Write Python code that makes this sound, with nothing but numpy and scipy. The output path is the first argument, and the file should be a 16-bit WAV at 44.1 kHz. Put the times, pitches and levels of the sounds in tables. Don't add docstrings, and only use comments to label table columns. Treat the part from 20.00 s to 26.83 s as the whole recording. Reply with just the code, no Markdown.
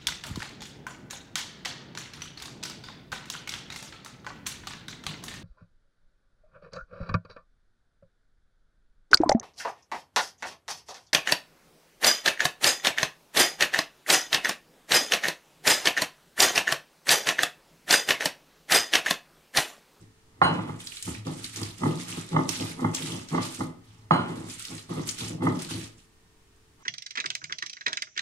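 import sys
import numpy as np
from scipy import signal
from scipy.fft import rfft, irfft, next_fast_len
from scipy.io import wavfile

SR = 44100
rng = np.random.default_rng(int(sys.argv[2]) if len(sys.argv) > 2 else 0)


def master_out(mix):
    frames = np.transpose(np.atleast_2d(mix))
    ceiling = np.clip(frames, -1, 1)
    pcm = np.round(ceiling * 32767).astype(np.int16)
    wavfile.write(sys.argv[1], SR, pcm)


def makeup_ratio(level_db):
    decades = np.asarray(level_db, float) / 20
    return 10 ** decades


N = 301203
SIZE = next_fast_len(N + SR)
FREQ = np.fft.rfftfreq(SIZE, 1 / SR)
FFT_SIZE = 2 * (len(FREQ) - 1)
TIME = np.arange(N) / SR
STEP = TIME[::64]


def level(x, rms_db):
    return x * makeup_ratio(rms_db) / np.sqrt(np.mean(x ** 2))


def above(x, hz):
    return signal.sosfilt(signal.butter(3, hz, "high", fs=SR, output="sos"), x)


def curve(table):
    hz, db = np.transpose(table)
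    return makeup_ratio(np.interp(np.log(FREQ + 1), np.log(hz), db))


def shape(x, response):
    return irfft(rfft(x, FFT_SIZE) * response, FFT_SIZE)[..., :N]


def fade(x, decay_s):
    return signal.lfilter([1], [1, -np.exp(-1 / (decay_s * SR))], x)


def ring(x, hz, width_hz):
    radius = np.exp(-np.pi * width_hz / SR)
    turn = 2 * np.pi * hz / SR
    return signal.lfilter([np.sin(turn)], [1, -2 * radius * np.cos(turn), radius ** 2], x)


def body(x, modes):
    out = 0
    for k, (hz, width_hz, db) in enumerate(modes):
        out = out + (-1) ** k * makeup_ratio(db) * width_hz * ring(x, hz, width_hz)
    return out


def unit(modes):
    return np.abs(body(np.eye(1, 4000)[0], modes)).max()


def signs(count):
    return np.sign(rng.standard_normal((count, N)))


def grit(per_s, scatter_db):
    chance, size = rng.random((2, N))
    click = makeup_ratio(scatter_db * np.minimum(-np.log(1 - size), 3.2))
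    return (chance < per_s / SR) * click


def blows(times_s, dbs, push_s):
    force = np.zeros(N)
    force[(np.asarray(times_s) * SR).astype(int)] = makeup_ratio(dbs)
    push = np.hanning(max(int(push_s * SR), 3) + 2)
    return np.convolve(force, push / push.sum())[:N]


def total_db(dbs):
    return 10 * np.log10(np.sum(makeup_ratio(dbs) ** 2, axis=0) + 1e-14)


def smooth(dbs):
    return [np.interp(TIME, STEP, db) for db in dbs]


# [fullest t/s, swell/s, counter rumble/dB, stone chatter/dB, counter sway/dB]
PUSHES = [
    (1.27, 0.011, -22, -33.5, -34),
    (1.87, 0.051, -17.5, -28, -38),
    (2.38, 0.057, -17.5, -30, -36),
    (2.85, 0.061, -19.5, -27.5, -35.5),
    (3.35, 0.027, -18, -24.5, -33),
    (4.915, 0.023, -25, -33, -36),
    (4.98, 0.023, -25.5, -35.5, -30.5),
    (5.44, 0.03, -19, -23, -34),
    (5.52, 0.077, -20, -40, -42),
]
# [fullest t/s, swell/s, counter rumble/dB, stone chatter/dB, counter sway/dB]
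PULLS = [(0.01, 0.022, -47.5, -54.5, -49.5), (1.09, 0.029, -30.5, -39, -28), (1.46, 0.069, -51, -65, -40),
         (1.62, 0.064, -32, -38, -31.5), (2.18, 0.14, -34.5, -39, -40), (2.63, .06, -25, -34.5, -32),
         (3.02, 0.024, -28.5, -41, -50), (3.14, 0.091, -28.5, -37, -34.5), (3.61, 0.024, -25, -36, -40),
         (4.05, 0.42, -58.5, -57, -49.5), (4.715, 0.03, -32.5, -42, -42.5), (5.23, 0.038, -31, -36, -33.5),
         (5.31, 0.023, -26, -50, -46), (5.76, 0.046, -29.5, -41.5, -36), (5.84, 0.056, -46.5, -54, -56),
         (6.83, 0.04, -61.5, -49.5, -63)]
# [fullest t/s, swell/s, counter rumble/dB, stone chatter/dB, counter sway/dB]
ROCKING = [
    (0.43, 0.0087, -36, -49, -29),
    (0.54, 0.083, -22.5, -48, -42),
    (0.7, 0.24, -32, -38, -38),
    (4.12, 0.0093, -16, -23, -34),
    (4.31, 0.027, -28, -34, -45),
    (4.45, 0.12, -35, -41, -36.5),
]


def strokes():
    swell_db = 11
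    groups = [(PUSHES, (135, 120, 122)), (PULLS, (129.5, 138.5, 124)), (ROCKING, (110, 128.5, 125))]
    out = []
    for table, fall_db_s in groups:
        for s, swell_s, *full_db in table:
            early = np.maximum(s - STEP, 0) / swell_s
            late_s = np.maximum(STEP - s, 0)
            fall_db = np.array(fall_db_s)[:, None] * late_s
            out.append(np.array(full_db)[:, None] - swell_db * early ** 2 - fall_db)
    return smooth(total_db(np.array(out)))


# [t/s, peak level/dB,
# counter share/dB]
KNOCKS = [(0.417, -0.5, -19), (0.444, -12, -6), (0.527, -18, -12), (0.587, -21, -5), (0.688, -25.5, 0.5),
          (1.076, -26, -0.5), (1.265, -31.5, 11), (1.614, -26.5, 2.5), (1.814, -30, 8.5),
          (1.832, -16.5, -2.5), (1.856, -15, -10), (2.329, -24, 0), (2.346, -21, -7), (2.362, -11, -10),
          (2.388, -12.5, -19), (2.489, -22.5, -2.5), (2.172, -34.5, 12), (2.792, -24, -24),
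          (2.845, -9.5, -5), (3.316, -31, 3), (3.346, -15, -16), (3.379, -13.5, -7), (3.606, -15.5, -3),
          (4.108, -8.5, -22), (4.137, -20, -4), (4.192, -19.5, 0), (4.986, -27, 5.5), (5.423, -23, 1),
          (5.468, -7.5, -6.5), (5.706, -29.5, 3)]
# [f/Hz, width/Hz, level/dB]
COUNTER = [(137, 24, -6.5), (167.7, 21, -1), (261.3, 21.7, -4), (298, 33, -3), (318.5, 42.6, -4.5),
           (376, 15.6, -9.5), (439.8, 32, -14), (600, 190, -20.5)]
# [f/Hz, width/Hz, level/dB]
SWAY = [(80, 4.9, -25.5), (107, 12, -1)]
# [f/Hz, width/Hz, level/dB]
SLAB = [(570, 75, -2.5), (650, 73, 2), (759, 130, -0.5), (853, 103, 5.5), (993, 44, 4), (1109, 140, 2.5),
        (1295, 114, 2), (1420, 110, -3), (1534, 340, -8), (1680, 270, -8), (2060, 55, 0.5),
        (2600, 100, -28), (3260, 370, -14.5)]


def stone(rumble_db, chatter_db, sway_db):
    bump_sign, chatter_sign, rattle_sign = signs(3)
    bumps = bump_sign * grit(420, 1.75)
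    rumble = level(body(bumps, COUNTER), 0) * makeup_ratio(rumble_db - 4.5)
    sway = level(body(bumps, SWAY), 0) * makeup_ratio(sway_db)
    chatter = level(body(chatter_sign * grit(520, 1.5), SLAB), 0) * makeup_ratio(chatter_db - 8.5)
    s, db, share_db = np.transpose(KNOCKS)
    rattle = fade(blows(s + 0.0017, db - 14, 0.0001), 0.0068) * rattle_sign * grit(350, 6)
    rattle = fade(rattle, 0.00005) / 2.7
    knocks = body(blows(s, db - 0.5, 0.00052) + rattle, SLAB) / unit(SLAB)
    both = COUNTER + SWAY
    thuds = body(blows(s, db + share_db, 0.0008), both) / unit(both)
    return above(above(rumble + sway + thuds, 70), 80), chatter + knocks


# [t/s, peak level/dB]
DROPS = [
    (0.414, -6),
    (4.107, -8.5),
]
# [f/Hz, level/dB, decay scale/s; each mode falls 60 dB in about 0.27 of it]
DROP_RING = [(754.6, -8, 0.19), (892, 1.5, 0.13), (960, 1, 0.058), (1072, 5.5, 0.074), (1090, -12, 0.097),
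             (1174, -23.5, 0.1), (1430, 7, .07), (1720, -18.5, 0.074)]
# [f/Hz, width/Hz, level/dB]
STEEL = [(2925, 9, 6), (3300, 40, -7.5), (4062, 14, 7), (4130, 16, 4), (4600, 29, -14), (6600, 44, -5.5),
         (7240, 25, -11.5), (8200, 27, -10), (8830, 41, -0.5), (9442, 28, -9.5), (10800, 25, -13),
         (11500, 25, -13), (12400, 35, -23), (6000, 5200, 12)]


def drops():
    s, db = np.transpose(DROPS)
    hit = 0.35 * blows(s + 0.0016, db, 0.0006)
    hit = hit + blows(s + 0.0032, db + 2, 0.0007) + 0.2 * blows(s + 0.0072, db, 0.0007)
    crack = makeup_ratio(5) * ring(hit, 980, 150) + makeup_ratio(7) * ring(hit, 1250, 200) + makeup_ratio(1.5) * ring(hit, 1700, 400)
    thump = makeup_ratio(-10.5) * body(blows(s + 0.00039, db, 0.00084), COUNTER) / unit(COUNTER)
    dense = grit(1500, 1.3) * signs(1)[0]
    rattle = fade(blows(s + 0.0058, db, 0.002), 0.059) * dense
    rattle = fade(fade(rattle, 0.00006), 0.00006) / 7
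    slab = sum(makeup_ratio(g - 30) * ring(rattle, hz, 8.1 / t60_s) for hz, g, t60_s in DROP_RING)
    loose = fade(blows(s + 0.0033, db, 0.003), 0.11) * dense
    loose = fade(fade(loose, 0.00004), 0.00005) / 2
    scatter = makeup_ratio(-28.5) * ring(loose, 1438, 1000) + makeup_ratio(-24.5) * ring(loose, 2800, 1400)
    jolt = fade(blows(s + 0.005, db, 0.012), 0.04) * dense
    jolt = fade(jolt, 0.00002) / 1.3
    steel = sum(makeup_ratio(g - 44) * ring(jolt, hz, width_hz) for hz, width_hz, g in STEEL)
    return above(thump, 75), slab + crack + scatter, steel


# [start t/s, length/s, wet shearing/dB, film hiss relative/dB]
SMEARS = [(0.0, .02, -63, -4), (0.53, .26, -54.5, -4), (0.802, 0.22, -47, -0.5), (1.048, 0.05, -40.5, -1),
          (1.12, 0.032, -43, -9), (1.263, 0.13, -45.5, -6), (1.436, 0.028, -39.5, -4),
          (1.536, 0.17, -40.5, -5.5), (1.781, 0.2, -45, -6), (1.996, 0.019, -36.5, -6),
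          (2.083, 0.13, -39, -4.5), (2.278, .17, -46, -7), (2.494, 0.22, -35.5, -6.5),
          (2.78, 0.19, -50, -4.5), (2.945, 0.25, -37, -6.5), (3.297, 0.15, -40.5, -9.5),
          (3.418, 0.2, -40, -5), (3.846, 0.18, -59.5, -10), (4.203, 0.072, -56, -7), (4.287, 0.19, -51, -4),
          (4.487, .06, -43.5, -3), (4.598, 0.2, -41, -5), (4.899, 0.14, -44, -8.5),
          (5.074, 0.022, -37, -2.5), (5.186, 0.11, -39, -6), (5.43, 0.18, -47.5, -4.5),
          (5.595, 0.055, -40.5, -8), (5.696, 0.14, -38.5, -6), (5.98, 0.04, -60.5, -3),
          (6.808, 0.044, -65, -11)]


def smears():
    rise_db_s, sag_db_s, fall_db_s = 800, 15, 228.5
    s, length_s, db, film_db = np.transpose(SMEARS)[:, :, None]
    into_s = STEP - s
    wet_db = db - rise_db_s * np.maximum(-into_s, 0) - sag_db_s * np.maximum(into_s, 0)
    wet_db = wet_db - fall_db_s * np.maximum(into_s - length_s, 0)
    wet_total_db = total_db(wet_db)
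    return smooth([wet_total_db, total_db(wet_db + film_db) - wet_total_db])


# [f/Hz, level/dB per Hz]
PASTE = [(760, -18), (1300, -2), (1570, -6.5), (2600, -1.5), (2770, -2.5), (3350, -0.5), (4580, -2.5),
         (9170, -4), (14400, -19.5), (16000, -41)]


def paste(wet_db, film_db):
    common = fade(grit(120, 7.5), 0.02)
    common = common / common.mean()
    colour = curve(PASTE)
    coarse, fine = 0, 0
    for hz in 1400 * 2 ** np.arange(0, 3.6, 0.5):
        own = fade(grit(200, 8.4), 0.0074)
        tick = fade(grit(45, 4.7), 0.00028)
        gate = 0.5 + 0.5 * common + 0.6 * own / own.mean() + 0.09 * tick / tick.mean()
        shared, left, right = rng.standard_normal((3, N))
        hiss = gate * (0.17 * shared + np.array([left, right]))
        octaves = np.log2(FREQ / hz + 1e-9)
        part = rfft(hiss, FFT_SIZE) * np.exp(-0.5 * (octaves / 0.3) ** 2) * colour
        if hz < 6000:
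            coarse = coarse + part
        else:
            fine = fine + part
    coarse, fine = irfft(coarse, FFT_SIZE)[:, :N], irfft(fine, FFT_SIZE)[:, :N]
    rms = np.sqrt(np.mean((coarse + fine) ** 2))
    return (coarse + fine * makeup_ratio(film_db + 5)) * makeup_ratio(wet_db + 1) / rms


# [t/s, peak level/dB, centre f/Hz, left minus right/dB]
POPS = [(0.802, -31.5, 3400, 2), (0.8702, -22.5, 4630, -5), (0.9195, -33, 2900, -18),
        (0.9684, -23, 3900, -3.5), (1.0242, -17.5, 7970, 6.5), (1.249, -37.5, 3260, -1),
        (1.4419, -19, 4300, 2), (1.5587, -20, 5950, 2), (1.63, -18.5, 4700, -5), (2.1016, -26, 9300, 5.5),
        (2.49, -15, 5400, -15.5), (2.6068, -22.5, 4800, -6), (2.9466, -14, 7500, 12),
        (3.021, -31.5, 3650, -30), (3.1194, -24, 3360, 5), (3.286, -30, 5880, 11),
        (3.4279, -23.5, 4970, 14), (3.546, -28, 6560, -3), (4.4985, -27.5, 6500, 14),
        (4.5938, -24.5, 9000, -2), (4.6505, -22, 5100, 3), (4.7783, -32.5, 4470, 19),
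        (1.147, -29.5, 2250, -7), (5.0888, -17.5, 6500, 22), (5.2065, -19, 3620, 4), (5.589, -30, 5230, 2),
        (5.6192, -22, 8600, 14), (5.7368, -30, 4400, 17), (5.9896, -46, 3070, 0), (6.56, -56, 7950, -2)]


def pops():
    decay_s, splash, length = 0.012, 0.4, 2000
    t = np.arange(length) / SR
    envelope = np.minimum(t / (0.14 * decay_s), 1) * makeup_ratio(-60 * t / (3 * decay_s))
    out = np.zeros((2, N))
    for s, db, hz, pan_db in POPS:
        noise = rng.standard_normal((2, length))
        puff = (noise + 0.34 * noise[::-1]) * envelope
        pop = above(ring(puff, hz, 0.24 * hz) + splash * ring(puff, 7500, 5400), 1950)
        pop = pop / np.abs(pop).max()
        at = int(s * SR)
        gain = makeup_ratio(db + np.array([[0.4], [-0.4]]) * pan_db)
        out[:, at:at + length] += gain * pop[:, :N - at]
    return out


# [f/Hz, left minus right/dB]
PORT_TILT = [(300, 0.36), (700, -4), (1290, -5.5), (2380, -3.5), (4400, 2.5), (8120, -8.5), (15000, -10)]


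def ports(x, lag_s, turn_hz, width_hz):
    tilt = np.sqrt(curve(PORT_TILT))
    swing = (turn_hz ** 2 - FREQ ** 2) - 1j * FREQ * width_hz
    late = np.exp(-2j * np.pi * FREQ * lag_s)
    return shape(x * np.ones((2, 1)), np.array([tilt * swing / np.conj(swing), late / tilt]))


def room(x, t60_s, shared_hz):
    t = np.arange(SR // 2) / SR
    noise = rng.standard_normal((2, len(t))) * np.minimum(t / 0.0075, 1)
    dark = 1 / (1 + (FREQ / 3500) ** 2)
    slow = rfft(noise * makeup_ratio(-60 * t / t60_s), FFT_SIZE) * dark
    fast = rfft(noise * makeup_ratio(-60 * t / (0.5 * t60_s)), FFT_SIZE) * (1 - dark)
    tail = slow + fast
    mid, side = tail / np.sqrt(np.mean(np.abs(tail) ** 2))
    side = side / np.sqrt(1 + (shared_hz / (FREQ + 1)) ** 4)
    return shape(x, np.array([mid + side, mid - side]))


# [f/Hz, level/dB per Hz]
KITCHEN = [(20, -1), (40, -7), (100, -8), (250, -14.5), (450, -22.5), (520, -26), (1000, -23.5),
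           (3000, -28.5), (9500, -32.5), (12000, -36.5), (16000, -37)]
# [f/Hz, rms level/dB]
HUM = [(64.6, -73), (102.3, -72), (301.5, -80), (344.5, -81), (393.0, -79), (441.4, -74), (936.7, -89),
       (1825, -83), (2681, -90), (3014, -89)]


def kitchen():
    mid, side = shape(rng.standard_normal((2, N)), curve(KITCHEN))
    side = shape(side, 1 / np.sqrt(1 + (450 / (FREQ + 1)) ** 2))
    waver = fade(rng.standard_normal((len(HUM), N)), 0.15) / np.sqrt(0.075 * SR)
    hum = 0
    for (hz, db), w in zip(HUM, waver):
        hum = hum + np.sqrt(2) * makeup_ratio(db + 2.5 + 1.2 * w) * np.sin(2 * np.pi * hz * TIME)
    return level(np.array([mid + side, mid - side]), -58.5) + hum


def scene():
    counter, slab = stone(*strokes())
    thump, clack, steel = drops()
    wet = paste(*smears()) + pops()
    low = counter + thump
    stones = above(slab + clack, 450) + steel
    direct = ports(low + stones + wet, lag_s=0.00013, turn_hz=557, width_hz=240)
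    air = makeup_ratio(-13) * low + makeup_ratio(-10.5) * stones + makeup_ratio(-7.5) * wet.mean(axis=0)
    return direct + room(above(air, 46), t60_s=0.4, shared_hz=290) + kitchen()


def band_limit(x):
    return signal.sosfilt(signal.butter(12, 16510, fs=SR, output="sos"), x)


def record(dry):
    ceiling, top_hz = 1.25, 15600
    drooped = shape(dry, 0.43 + 0.51 / np.sqrt(1 + (FREQ / 10600) ** 12))
    rounded = ceiling * np.tanh(makeup_ratio(-1.5) * drooped / ceiling)
    low_pass = signal.ellip(8, 0.2, 70, top_hz, fs=SR, output="sos")
    mix = signal.sosfilt(low_pass, rounded)
    return band_limit(mix)


dry = scene()
out = record(dry)
master_out(out)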